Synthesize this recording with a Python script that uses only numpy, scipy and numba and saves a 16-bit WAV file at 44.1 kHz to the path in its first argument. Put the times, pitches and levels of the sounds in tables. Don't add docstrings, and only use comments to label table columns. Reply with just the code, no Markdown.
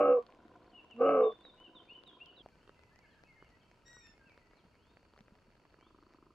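import sys
import numpy as np
from scipy import signal
from scipy.fft import rfft, irfft, next_fast_len
from scipy.io import wavfile
from scipy.ndimage import uniform_filter1d
from numba import njit

SR = 44100
rng = np.random.default_rng(int(sys.argv[2]) if len(sys.argv) > 2 else 0)


def dump_mix(stems):
    frames = np.atleast_2d(stems).T
    limited = np.clip(frames, -1, 1)
    pcm = np.round(limited * 32767).astype(np.int16)
    wavfile.write(sys.argv[1], SR, pcm)


def decibels_to_gain(level_db):
    exponent = np.asarray(level_db, float) / 20
    return 10 ** exponent


N = 279594
T = np.arange(N) / SR
CHANGE_S = 2.421


def level(x, db):
    return x * decibels_to_gain(db) / np.sqrt(np.mean(x ** 2))


@njit
def svf(x, g, k):
    y, b, l = np.empty(len(x)), 0., 0.
    for i in range(len(x)):
        v = (b + g[i] * (x[i] - l)) / (1 + g[i] * (g[i] + k[i]))
        b, l, y[i] = 2 * v - b, l + 2 * g[i] * v, k[i] * v
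    return y


def band(x, hz, width):
    flat = np.zeros(len(x))
    g, k = flat + np.tan(np.pi * hz / SR), flat + width / hz
    return svf(svf(x, g, k), g, k)


def body(x, modes):
    out = np.zeros(len(x))
    for k, (hz, width, db) in enumerate(modes):
        out += (-1) ** k * decibels_to_gain(db) * band(x, hz, width)
    return out


def walk(rate, size=N):
    hold = int(SR / rate)
    steps = np.repeat(rng.standard_normal(size // hold + 1), hold)
    return 1.3 * uniform_filter1d(uniform_filter1d(steps, hold), hold)[:size]


def read(rows, t):
    s, *columns = np.transpose(rows)
    gate = np.clip(np.minimum(t - s[0], s[-1] - t) / 0.0021, 0, 1)
    return gate, [np.interp(t, s, c) for c in columns]


def span(rows):
    return np.arange(max(int(rows[0][0] * SR), 0), min(int(rows[-1][0] * SR), N))


def turn(hz):
    return 2 * np.pi * np.cumsum(hz) / SR


def pan(x, db):
    return x * decibels_to_gain(np.array([[db / 2], [-db / 2]]))


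def echo(x, t60, wet_db):
    t = T[:int(t60 * SR)]
    fade = np.exp(-np.log(1000) * t / t60) * np.clip(t / 0.0065, 0, 1)
    tail = rng.standard_normal((2, len(t))) * fade
    tail = tail / np.sqrt(np.sum(tail[0] ** 2))
    return decibels_to_gain(wet_db) * signal.fftconvolve(x[None], tail, axes=1)[:, :N]


def sing(rows, attack_s, release_s, fade_db, arch_hz, early, waver):
    out = np.zeros(N)
    for s, length_s, first_hz, last_hz, db in rows:
        i = span([(s,), (s + length_s,)])
        t = T[i] - s
        part = np.clip(t / length_s, 0, 1)
        hz = last_hz + (first_hz - last_hz) * (1 - part) ** early + arch_hz * np.sin(np.pi * part)
        phase = turn(hz * (1 + waver * walk(110, size=len(i))))
        edge = np.clip(1 - np.minimum(t / attack_s, (length_s - t) / release_s), 0, 1)
        edge_db = -14.5 * edge ** 2
        note_db = db + 1.9 * walk(70, size=len(i)) + fade_db * part + edge_db
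        out[i] += decibels_to_gain(note_db) * np.sqrt(2) * np.sin(phase)
    return out


# t/s, level over the voice/dB
FOLD_SLAPS = [
    (.0295, 22.5),
    (.078, 23),
    (1.0915, 29.5),
    (1.121, 24.5),
]


def deer_larynx(t, a, b, rough):
    pulses = sum(m ** -.3 * np.cos(m * (a + 0.16 * np.sin(b))) for m in range(1, 14))
    pulses = pulses * (0.36 + .9 * np.cos(b) + 0.54 * np.cos(2 * b + 1.87))
    breath = rng.standard_normal(len(t)) * (1 + 0.78 * np.cos(a))
    shimmer = decibels_to_gain(5.5 * rough * walk(120, size=len(t)))
    closures = level(pulses, 0) * shimmer
    for s, db in FOLD_SLAPS:
        closures = closures - decibels_to_gain(db) * np.exp(-((t - s) / .00005) ** 2)
    return closures, breath, shimmer


# f/Hz, width/Hz, level/dB
THROAT_MODES = [(162, 200, -24.5), (366, 260, -3.5), (596, 205, 2.5), (775, 133, -3)]
# f/Hz, width/Hz, level/dB
NOSE_MODES = [(1570, 260, 5.5), (2250, 460, 1.5), (2760, 360, 4)]


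def deer_bark(t, folds, flap):
    gate, (hz, effort_db, opening) = read(folds, t)
    flap_gate, (flap_hz, flap_db) = read(flap, t)
    size = len(t)
    shut = np.clip(1 - opening, 0, 1)
    rough = 0.23 + 0.10 * shut
    a = turn(hz * (1 + .055 * rough * walk(150, size=size)))
    b = turn(flap_hz * (1 + .006 * walk(60, size=size)))
    closures, breath, shimmer = deer_larynx(t, a, b, rough)
    hiss = level(band(breath, 1300, 4200), 6.5)
    voice = np.sqrt(1 - rough) * closures + np.sqrt(rough) * hiss

    low_db = -35 + 0.31 * (effort_db + 35) - 25 * shut
    octave_db = effort_db + 11.5 - 0.1111 * abs(2 * hz - 490.5)
    folds_tone = (decibels_to_gain(low_db) * np.cos(a) + decibels_to_gain(octave_db) * np.cos(2 * a)) * np.sqrt(shimmer)
    flap_tone = flap_gate * decibels_to_gain(flap_db + 1.6 * walk(80, size=size)) * np.cos(b)
    throat = level(body(voice, THROAT_MODES), 2.3) * decibels_to_gain(effort_db)
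    throat = throat + level(band(breath, 180, 100), -20.5) * decibels_to_gain(low_db)

    mouth_hz = 1188 - 101 * shut
    mouth = level(band(band(voice, mouth_hz, 340), mouth_hz, 260), -2.4) * decibels_to_gain(effort_db)

    nasal = body(closures + np.sqrt(0.074) * hiss, NOSE_MODES)
    nasal = nasal - band(nasal, 1854, 560)
    nasal = signal.sosfilt(signal.butter(6, 3150, fs=SR, output="sos"), nasal)
    nose_db = effort_db - 20 - 7.5 * shut
    nose = (level(nasal, 4.5) + level(band(breath, 6000, 2500), -27.0)) * decibels_to_gain(nose_db)
    return gate * (np.sqrt(2) * (folds_tone + flap_tone) + throat), gate * (nose - mouth)


# t/s, f/Hz, effort level/dB, mouth opening/0-1
BARK_FOLDS = [
    [(-.0003, 292.4, -30.5, 0.87), (.035, 289.7, -35, 0.94), (.064, 286.1, -37, 0.87),
     (.1, 280.8, -37.5, 0.88), (.125, 280.2, -39.5, 0.8), (.154, 273.3, -47.5, 0.4), (.182, 253.2, -49, 0),
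     (.21, 242.4, -58, 0), (.25, 232.6, -100, .1)],
    [(.94, 222.3, -78, 0.48), (.982, 239.7, -71.5, 0.95), (1.004, 250.5, -41, 0.75),
     (1.062, 281.1, -34, 0.93), (1.125, 280.6, -37.5, 1), (1.185, 258.6, -35.5, 0.75),
     (1.255, 240.2, -40.5, 0.01), (1.3, 219.8, -49.5, 0), (1.35, 210, -81, .05)],
]
# t/s, f/Hz, level/dB
BARK_FLAP = [
    [(0, 492, -32.5), (0.034, 492, -28.5), (0.138, 497.3, -24.5), (0.19, 474.3, -30.5), (0.2, 477, -48.5),
     (0.25, 456.6, -78)],
    [(0.975, 459, -64), (.994, 464.5, -51.5), (1.006, 470.2, -28), (1.03, 469.7, -24), (1.082, 444.2, -36),
     (1.282, 440, -27), (1.305, 462, -56), (1.325, 463, -47), (1.35, 465, -82)],
]
# t/s, length/s, first f/Hz, last f/Hz, level/dB
MOUTH_RING = [
    (-.01, .17, 1262, 1280, -28.5),
    (1.02, 0.19, 1265, 1600, -31),
    (.15, 0.074, 1130, 1030, -41),
    (1.18, 0.14, 1120, 910, -39.5),
]


def deer():
    chest = np.zeros(N)
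    face = sing(MOUTH_RING, attack_s=0.1, release_s=0.1, fade_db=-7.5, arch_hz=18, early=0.02, waver=0.005)
    for folds, flap in zip(BARK_FOLDS, BARK_FLAP):
        i = span(folds)
        from_chest, from_face = deer_bark(T[i], folds, flap)
        chest[i] += from_chest
        face[i] += from_face
    face_pair = pan(face, 2.0)
    face_pair[1] = np.roll(face_pair[1], shift=3)
    return pan(chest, -1.2) + face_pair + echo(chest, .12, -18) + echo(face, 0.14, -8.5)


# t/s, length/s, first f/Hz, last f/Hz, level/dB
LOW_SONG = [(.718, .03, 3180, 2740, -66.5), (.738, 0.049, 2793, 2870, -56.5), (.768, .042, 2902, 2610, -56),
            (.9, 0.039, 3106, 2610, -56.5), (1.035, 0.055, 2680, 2880, -54.5),
            (1.575, 0.11, 2840, 3070, -65), (1.63, 0.055, 3050, 2686, -57.5),
            (1.89, 0.048, 2584, 2870, -54), (1.938, 0.034, 3070, 2920, -55), (1.975, 0.03, 2910, 2910, -60),
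            (2.203, 0.038, 2595, 2820, -51), (2.27, 0.053, 2920, 2857, -62),
            (1.875, 0.046, 2300, 2650, -63),
    (2.187, .03, 2380, 2400, -66),
    (2.25, .025, 3400, 2950, -58),
    (.95, 0.046, 2500, 2760, -68.5),
]
# t/s, length/s, first f/Hz, last f/Hz, level/dB
HIGH_REPLY = [(1.228, 0.096, 3642, 3478, -62), (1.3, 0.068, 3502, 3557, -63),
              (1.436, 0.077, 3910, 3546, -63.5), (1.748, 0.045, 3850, 3330, -61),
              (1.786, 0.025, 3214, 3040, -62), (2.06, 0.048, 3940, 3310, -59.5),
              (2.1, 0.078, 3240, 3220, -70), (2.362, 0.062, 4100, 3110, -59.5)]


def hedge_birds():
    song = sing(LOW_SONG, attack_s=.024, release_s=.022, fade_db=0.73, arch_hz=63, early=1.5, waver=.006)
    reply = sing(HIGH_REPLY, attack_s=.014, release_s=0.009, fade_db=1.26, arch_hz=29, early=1.3, waver=0.0053)
    both = song + reply
    return pan(song, 2.7) + pan(reply, -2.5) + echo(both, 0.78, -6) + echo(both, .15, -7.5)


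# t/s, f/Hz, level/dB
SQUEAK_CURVE = [(3.845, 1755, -97), (3.862, 1885, -69), (3.9, 1912, -66.5), (3.965, 1914, -67),
                (4.028, 1860, -74), (4.038, 1828, -69), (4.1, 1786, -74.5), (4.135, 1765, -84),
                (4.16, 1750, -100)]
# multiple of the pitch, level/dB
REED_OVERTONES = [(1, 0), (2, -4), (3, 1), (4, -8.5), (5, -30), (6, -31)]


def reedy_squeak():
    squeak = np.zeros(N)
    i = span(SQUEAK_CURVE)
    gate, (hz, db) = read(SQUEAK_CURVE, T[i])
    phase = turn(hz * (1 + 0.0021 * walk(111, size=len(i))))
    reed = sum(decibels_to_gain(gain_db) * np.sin(m * phase) for m, gain_db in REED_OVERTONES)
    squeak[i] = gate * decibels_to_gain(db) * np.sqrt(2) * reed
    return pan(squeak, 2.6) + echo(squeak, 0.2, -2)


# t/s, length/s, first f/Hz, last f/Hz, level/dB
SLURS = [(2.52, 0.1, 1560, 1460, -80), (2.6, 0.065, 2700, 3330, -83), (2.76, 0.22, 2060, 1983, -80.5),
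         (2.91, 0.1, 1650, 2100, -75.5), (3.01, 0.072, 2310, 2060, -75.5), (3.04, 0.034, 1810, 1520, -72),
         (3.085, 0.037, 1810, 1540, -73), (3.125, 0.04, 1926, 1510, -71), (3.16, 0.042, 1800, 1505, -73.5),
         (3.195, 0.044, 1755, 1560, -78), (3.275, 0.064, 2250, 2050, -71),
         (3.325, 0.109, 2058, 2166, -74.5), (3.35, .055, 2000, 1613, -74.5), (3.61, 0.043, 3300, 2890, -81),
         (3.51, 0.064, 1984, 1924, -76), (3.94, 0.054, 1520, 1440, -72), (4.08, 0.058, 2735, 2770, -83.5),
         (4.13, 0.069, 2130, 2170, -81), (4.41, 0.1, 1980, 1960, -77), (4.78, 0.15, 2710, 3810, -86),
         (5.45, 0.062, 2300, 2300, -86.5), (5.795, 0.1, 2780, 3620, -81), (5.79, 0.089, 2300, 2290, -81.5),
         (6.1, 0.088, 2680, 2550, -93)]
# t/s, length/s, first f/Hz, last f/Hz, level/dB
FLUTING = [(2.72, 0.11, 2770, 2370, -69), (2.82, 0.17, 2480, 2510, -75), (2.63, 0.1, 1760, 1780, -70.5),
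           (3.41, 0.077, 3220, 2820, -70.5), (3.55, 0.18, 2515, 2480, -71.5), (3.58, 0.16, 2100, 2200, -69),
           (3.57, 0.22, 1466, 1520, -79.5), (3.98, 0.098, 2200, 2070, -65), (4.34, 0.076, 2030, 2020, -68),
           (4.51, 0.115, 2105, 2215, -68), (5.03, 0.12, 2930, 2620, -79)]
# t/s, length/s, first f/Hz, last f/Hz, level/dB
WARBLES = [(4.19, .11, 1600, 1580, -71.5), (4.255, .08, 2800, 2150, -68.5), (4.0, .1, 2350, 2800, -71.5),
           (4.555, 0.066, 4700, 2700, -79), (4.66, .04, 4350, 4300, -86), (2.67, 0.065, 2750, 2780, -80),
           (3.04, 0.058, 2500, 3200, -79.5), (3.24, 0.053, 2500, 2800, -75), (3.1, .06, 3500, 2880, -78),
           (3.43, 0.042, 2250, 2330, -76), (3.05, .1, 5100, 3800, -84), (2.52, 0.059, 2330, 2420, -84),
           (4.72, .07, 2050, 2600, -80.5), (4.3, .06, 2400, 2600, -78), (4.72, .05, 2600, 1900, -82),
           (3.4, 0.092, 3100, 2600, -78)]


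def distant_birds():
    slurs = sing(SLURS, attack_s=.012, release_s=.025, fade_db=-2, arch_hz=4, early=1.3, waver=.006)
    flute = sing(FLUTING, attack_s=-0.4, release_s=-0.07, fade_db=-1, arch_hz=151, early=1.4, waver=0.0031)
    warbler = sing(WARBLES, attack_s=.012, release_s=.02, fade_db=-1, arch_hz=4, early=1, waver=.018)
    far = decibels_to_gain(2.5) * slurs + flute + warbler
    return decibels_to_gain(-0.7) * pan(far, 1.7) + echo(far, 0.51, -1.8)


CHIRP_TIMES = [0.221, 0.618, 1.019, 1.414, 1.848, 2.279]


def near_cricket():
    near = np.zeros(N)
    t = T[:int(.022 * SR)]
    stroke = np.sin(turn(4720 - 27000 * t)) * np.sin(np.pi * t / t[-1])
    for s in CHIRP_TIMES:
        effort_db = 1.5 * rng.standard_normal()
        for k, db in enumerate((-82, -77, -78)):
            i = int((s + 0.037 * k) * SR)
            near[i:i + len(t)] += decibels_to_gain(db + effort_db) * stroke * decibels_to_gain(4.0 * walk(300, size=len(t)))
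    return pan(near, 1.5)


def add_drop(out, s, db, snap_db, pan_db, pitch):
    t = T[:int(.008 * SR)]
    cycles = pitch * t * np.array([[1500], [3300], [7000], [550]])
    tick, snap, crack, thud = np.sin(2 * np.pi * cycles) * cycles ** 1.656 * np.exp(-cycles * 3.55)
    bright = decibels_to_gain(snap_db + 9.5) * (snap + decibels_to_gain(-14) * crack)
    drop = decibels_to_gain(db + 28.5) * (tick + bright + decibels_to_gain(-4.0) * thud)
    for side, gain in enumerate(pan(0.91, pan_db)[:, 0]):
        i = int(s * SR + 3 + (side - .5) * pan_db * 1.6)
        out[side, i:i + len(t)] += gain * drop


# t/s, peak level/dB, snap minus peak level/dB, left minus right level/dB
BIG_DROPS = [(.1034, -60.5, -8, 1.5), (.1265, -60, -5, 1), (1.0137, -63, -3, 0), (5.2075, -63.5, 0.5, 1),
             (.2658, -53.5, -4, 1.5), (.3237, -51, -40, 1), (1.325, -53.5, -17.5, 0.5),
             (1.4514, -46, -23, 2.5), (2.0368, -51, -7.5, 8.5), (2.2602, -61, 2, 11),
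             (2.6768, -49.5, -11, -2), (2.6938, -44, -16, -2), (2.7927, -51.5, -13, 5),
             (2.836, -51.5, -15, 3.5), (2.9596, -52.5, -11, 2), (2.9903, -53.5, -8, -3.5),
             (3.2372, -48.5, -13, 5), (3.4251, -46, -23, -2.5), (3.7144, -51, -14.5, 0.5),
             (3.9678, -50.5, -25, -0.5), (4.2961, -53.5, -10, -2), (4.3767, -48, -15, 0.5),
             (4.512, -56.5, -20, 1), (4.5341, -52, -19, 3.5), (4.9705, -48, -30, -2.5),
             (5.1365, -53, -13, 0.5), (5.1625, -58, -21, 4), (5.177, -51, -12, 0.5), (5.2817, -51, -23, 2),
             (5.353, -57.5, -22, 3), (5.6527, -56, -20, -2.5), (5.7428, -49.5, -21, -3),
             (6.137, -54, -11, 0)]
# t/s, peak level/dB, f/Hz, left minus right level/dB
SMALL_DROPS = [(0.2254, -57, 2800, -1), (0.3037, -59, 2400, 0.5), (0.3481, -58, 2460, -0.5),
               (0.428, -69, 1740, 5), (0.4818, -56, 1650, 6), (0.6444, -60.5, 2400, 2),
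               (0.7204, -66, 2860, 4), (0.8466, -58, 2760, 1.5), (0.9113, -53, 2760, 4.5),
               (0.964, -57.5, 2680, 1), (1.4095, -58, 3560, 1), (1.5454, -62, 3610, 3.5),
               (1.5704, -64, 2920, -1), (1.6014, -54, 2970, 2), (2.0774, -57, 3620, 0),
               (2.4875, -56, 2500, 2.5), (2.6303, -60, 1850, 2.5), (3.2744, -62, 2190, 0),
               (3.4462, -59, 2330, 0), (3.4914, -61.5, 2870, 0.5), (3.5533, -68, 2570, 3),
               (3.7435, -63, 2350, 2), (3.8816, -52.5, 5720, 1.5), (3.9309, -52.5, 5740, 1.5),
               (4.0702, -54, 5340, -1.0), (4.1794, -57, 2150, -2), (4.2134, -62, 1700, -3),
               (4.3194, -58, 2300, 1), (4.344, -60, 2130, 1), (4.4079, -69, 1960, 4.5),
               (4.5704, -61, 2270, 2.5), (4.6424, -66, 2280, 5), (4.7537, -60, 2080, 0.5),
               (4.8253, -67, 1640, 0.5), (4.8764, -69, 1610, -1), (4.9132, -68, 2570, 0),
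               (4.938, -72, 1660, -1.0), (4.9952, -64, 2040, 1), (5.03, -60, 2350, -0.5),
               (5.0539, -61.5, 1620, -3), (5.1899, -52.5, 2320, 2.5), (5.2071, -57, 2120, 7),
               (5.24, -70, 4380, 3), (5.3888, -62, 1690, -0.5), (5.5038, -61, 1770, -2.0),
               (5.5538, -60, 2030, 2.5), (5.569, -65, 1660, 0), (5.6364, -69, 1600, 0),
               (5.8109, -55.5, 2300, -1.5), (6.0353, -58.5, 1600, 0)]


def drizzle():
    out = np.zeros((2, N + SR))
    for when, size, snap, place in rng.random((1100, 4)):
        db = -71 + min(-11 * np.log10(1 - size), 9)
        add_drop(out, when * T[-1], db, -9 - 16 * snap, 7.0 * (place - .5), 0.74 + 0.82 * rng.random())
    for s, db, snap_db, pan_db in BIG_DROPS:
        add_drop(out, s, db, snap_db, pan_db, 0.74 + 0.82 * rng.random())
    for s, db, hz, pan_db in SMALL_DROPS:
        add_drop(out, s, db + 3.0, -14, pan_db, hz / 1700)
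    return out[:, :N]


# t/s, peak level/dB, ring f/Hz, decay/s
SHELL_BUMPS = [(2.406, -45.5, 318, 0.013), (2.461, -35.5, 680, 0.0085), (3.61, -59, 192, 0.04),
               (4.092, -57, 210, 0.042), (4.268, -53.5, 202, 0.035), (4.651, -54, 181, 0.049),
               (5.207, -53, 214, 0.068), (5.322, -50.5, 208, 0.042), (5.482, -52.5, 215, 0.037),
               (4.64, -57, 700, .015), (5.163, -54, 1200, .012), (5.652, -55.5, 1080, 0.015)]


def bumps():
    out = np.zeros(N + SR)
    t = T[:int(.1 * SR)]
    for s, db, hz, t60 in SHELL_BUMPS:
        i = int(s * SR)
        out[i:i + len(t)] += decibels_to_gain(db + 0.5) * np.sin(2 * np.pi * hz * t) * np.exp(-np.log(1000) * t / t60)
    return out[:N]


# f/Hz, width/Hz, level/dB
MOTOR_MODES = [(210, 74, -11), (336, 120, -0.5), (511, 49, -3), (710.5, 47, -2), (1008, 120, -3),
               (1440, 270, -13)]
# t/s, level/dB
MOTOR_LOAD = [(0, -4.5), (.5, 1.5), (.9, -1.5), (1.5, -1.5), (2.0, 0), (2.25, -4.5), (2.42, -6)]


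def focus_motor():
    bursts = decibels_to_gain(6.0 * np.sin(turn(18 + 2.5 * walk(3))) + 1.5 * walk(25))
    teeth = np.exp(2.5 * np.cos(turn(56 + 7.0 * walk(20))))
    rattle = rng.standard_normal(N) * bursts * (teeth + 2.3)
    load_db = np.interp(T, *np.transpose(MOTOR_LOAD))
    return level(body(rattle, MOTOR_MODES), -65.0) * decibels_to_gain(load_db)


# f/Hz, width/Hz, level/dB
GEAR_MODES = [(294, 71, 5), (1020, 420, -17), (1200, 320, -11)]


def focus_gear():
    steps = np.zeros(N)
    at = np.arange(5.786, T[-1] - .01, .03992)
    chance = rng.standard_normal((len(at), 2))
    steps[(at * SR).astype(int)] = decibels_to_gain(1.2 * chance[:, 0])
    steps[((at + .0035) * SR).astype(int)] = -.6 * decibels_to_gain(1.5 * chance[:, 1])
    return level(body(steps, GEAR_MODES), -77.5)


def cricket_chorus():
    throb = decibels_to_gain(4 * np.sin(turn(24 + 4 * walk(5))) + 2 * walk(7))
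    sides = [level(band(rng.standard_normal(N) * throb, 4440, 330), -88.0) for _ in range(2)]
    chorus = np.array(sides)
    return chorus + 0.7 * chorus[::-1]


def air(shape, db, start, stop):
    size = next_fast_len(stop - start)
    swell = walk(0.6, size=size)
    noise = rfft(rng.standard_normal((2, size)))
    octave = np.log2(np.arange(1, noise.shape[1] + 1) * SR / size)
    shape_hz, shape_db = np.transpose(shape)
    noise = noise * decibels_to_gain(np.interp(octave, np.log2(shape_hz), shape_db))
    out = 0
    for centre in np.arange(4, 14.5, .5):
        hz = 2 ** centre
        share = np.sqrt(np.clip(1 - 2 * abs(octave - centre), 0, 1))
        mid, side = irfft(noise * share, size)
        flicker_db = swell + 0.63 * min(1, 300 / hz) ** .4 * walk(11, size=size)
        width = min(0.2 + hz / 9000, .45)
        out = out + decibels_to_gain(flicker_db) * (mid + width * side * np.array([[1], [-1]]))
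    return np.pad(level(out, db)[:, :stop - start], [(0, 0), (start, N - stop)])


# f/Hz, level per Hz/dB
MEADOW_COLOUR = [(15, -34), (25, -3), (160, -4), (340, -5.5), (743, -6.5), (850, -13.5), (999, -6),
                 (1210, -15.5), (1900, -23.5), (2850, -20.5), (15600, -51.5)]


def meadow_air():
    return air(MEADOW_COLOUR, -66.5, start=0, stop=int(CHANGE_S * SR))


# f/Hz, level per Hz/dB
HILL_COLOUR = [(15, -25), (25, 4), (91, 1), (331, -5), (685, -11), (805, -17.5), (972, -6), (1140, -18.5),
               (1310, -10), (1810, -25), (2780, -16.5), (3540, -29.5), (4390, -24.5), (4890, -26),
               (15600, -47)]


def hill_air():
    return air(HILL_COLOUR, -68, start=int(CHANGE_S * SR) - 200, stop=N)


def scene():
    before = np.clip((CHANGE_S - T) / 0.0016, 0, 1)
    chorus = cricket_chorus()
    meadow = deer() + hedge_birds() + near_cricket() + focus_motor() + decibels_to_gain(-10.5) * chorus + meadow_air()
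    hill = reedy_squeak() + distant_birds() + focus_gear() + chorus + hill_air()
    return before * meadow + (1 - before) * hill + drizzle() + bumps()


def roll_off(x):
    return signal.sosfilt(signal.butter(12, 15710, fs=SR, output="sos"), x)


def record(dry):
    return roll_off(dry)


dry = scene()
out = record(dry)
dump_mix(out)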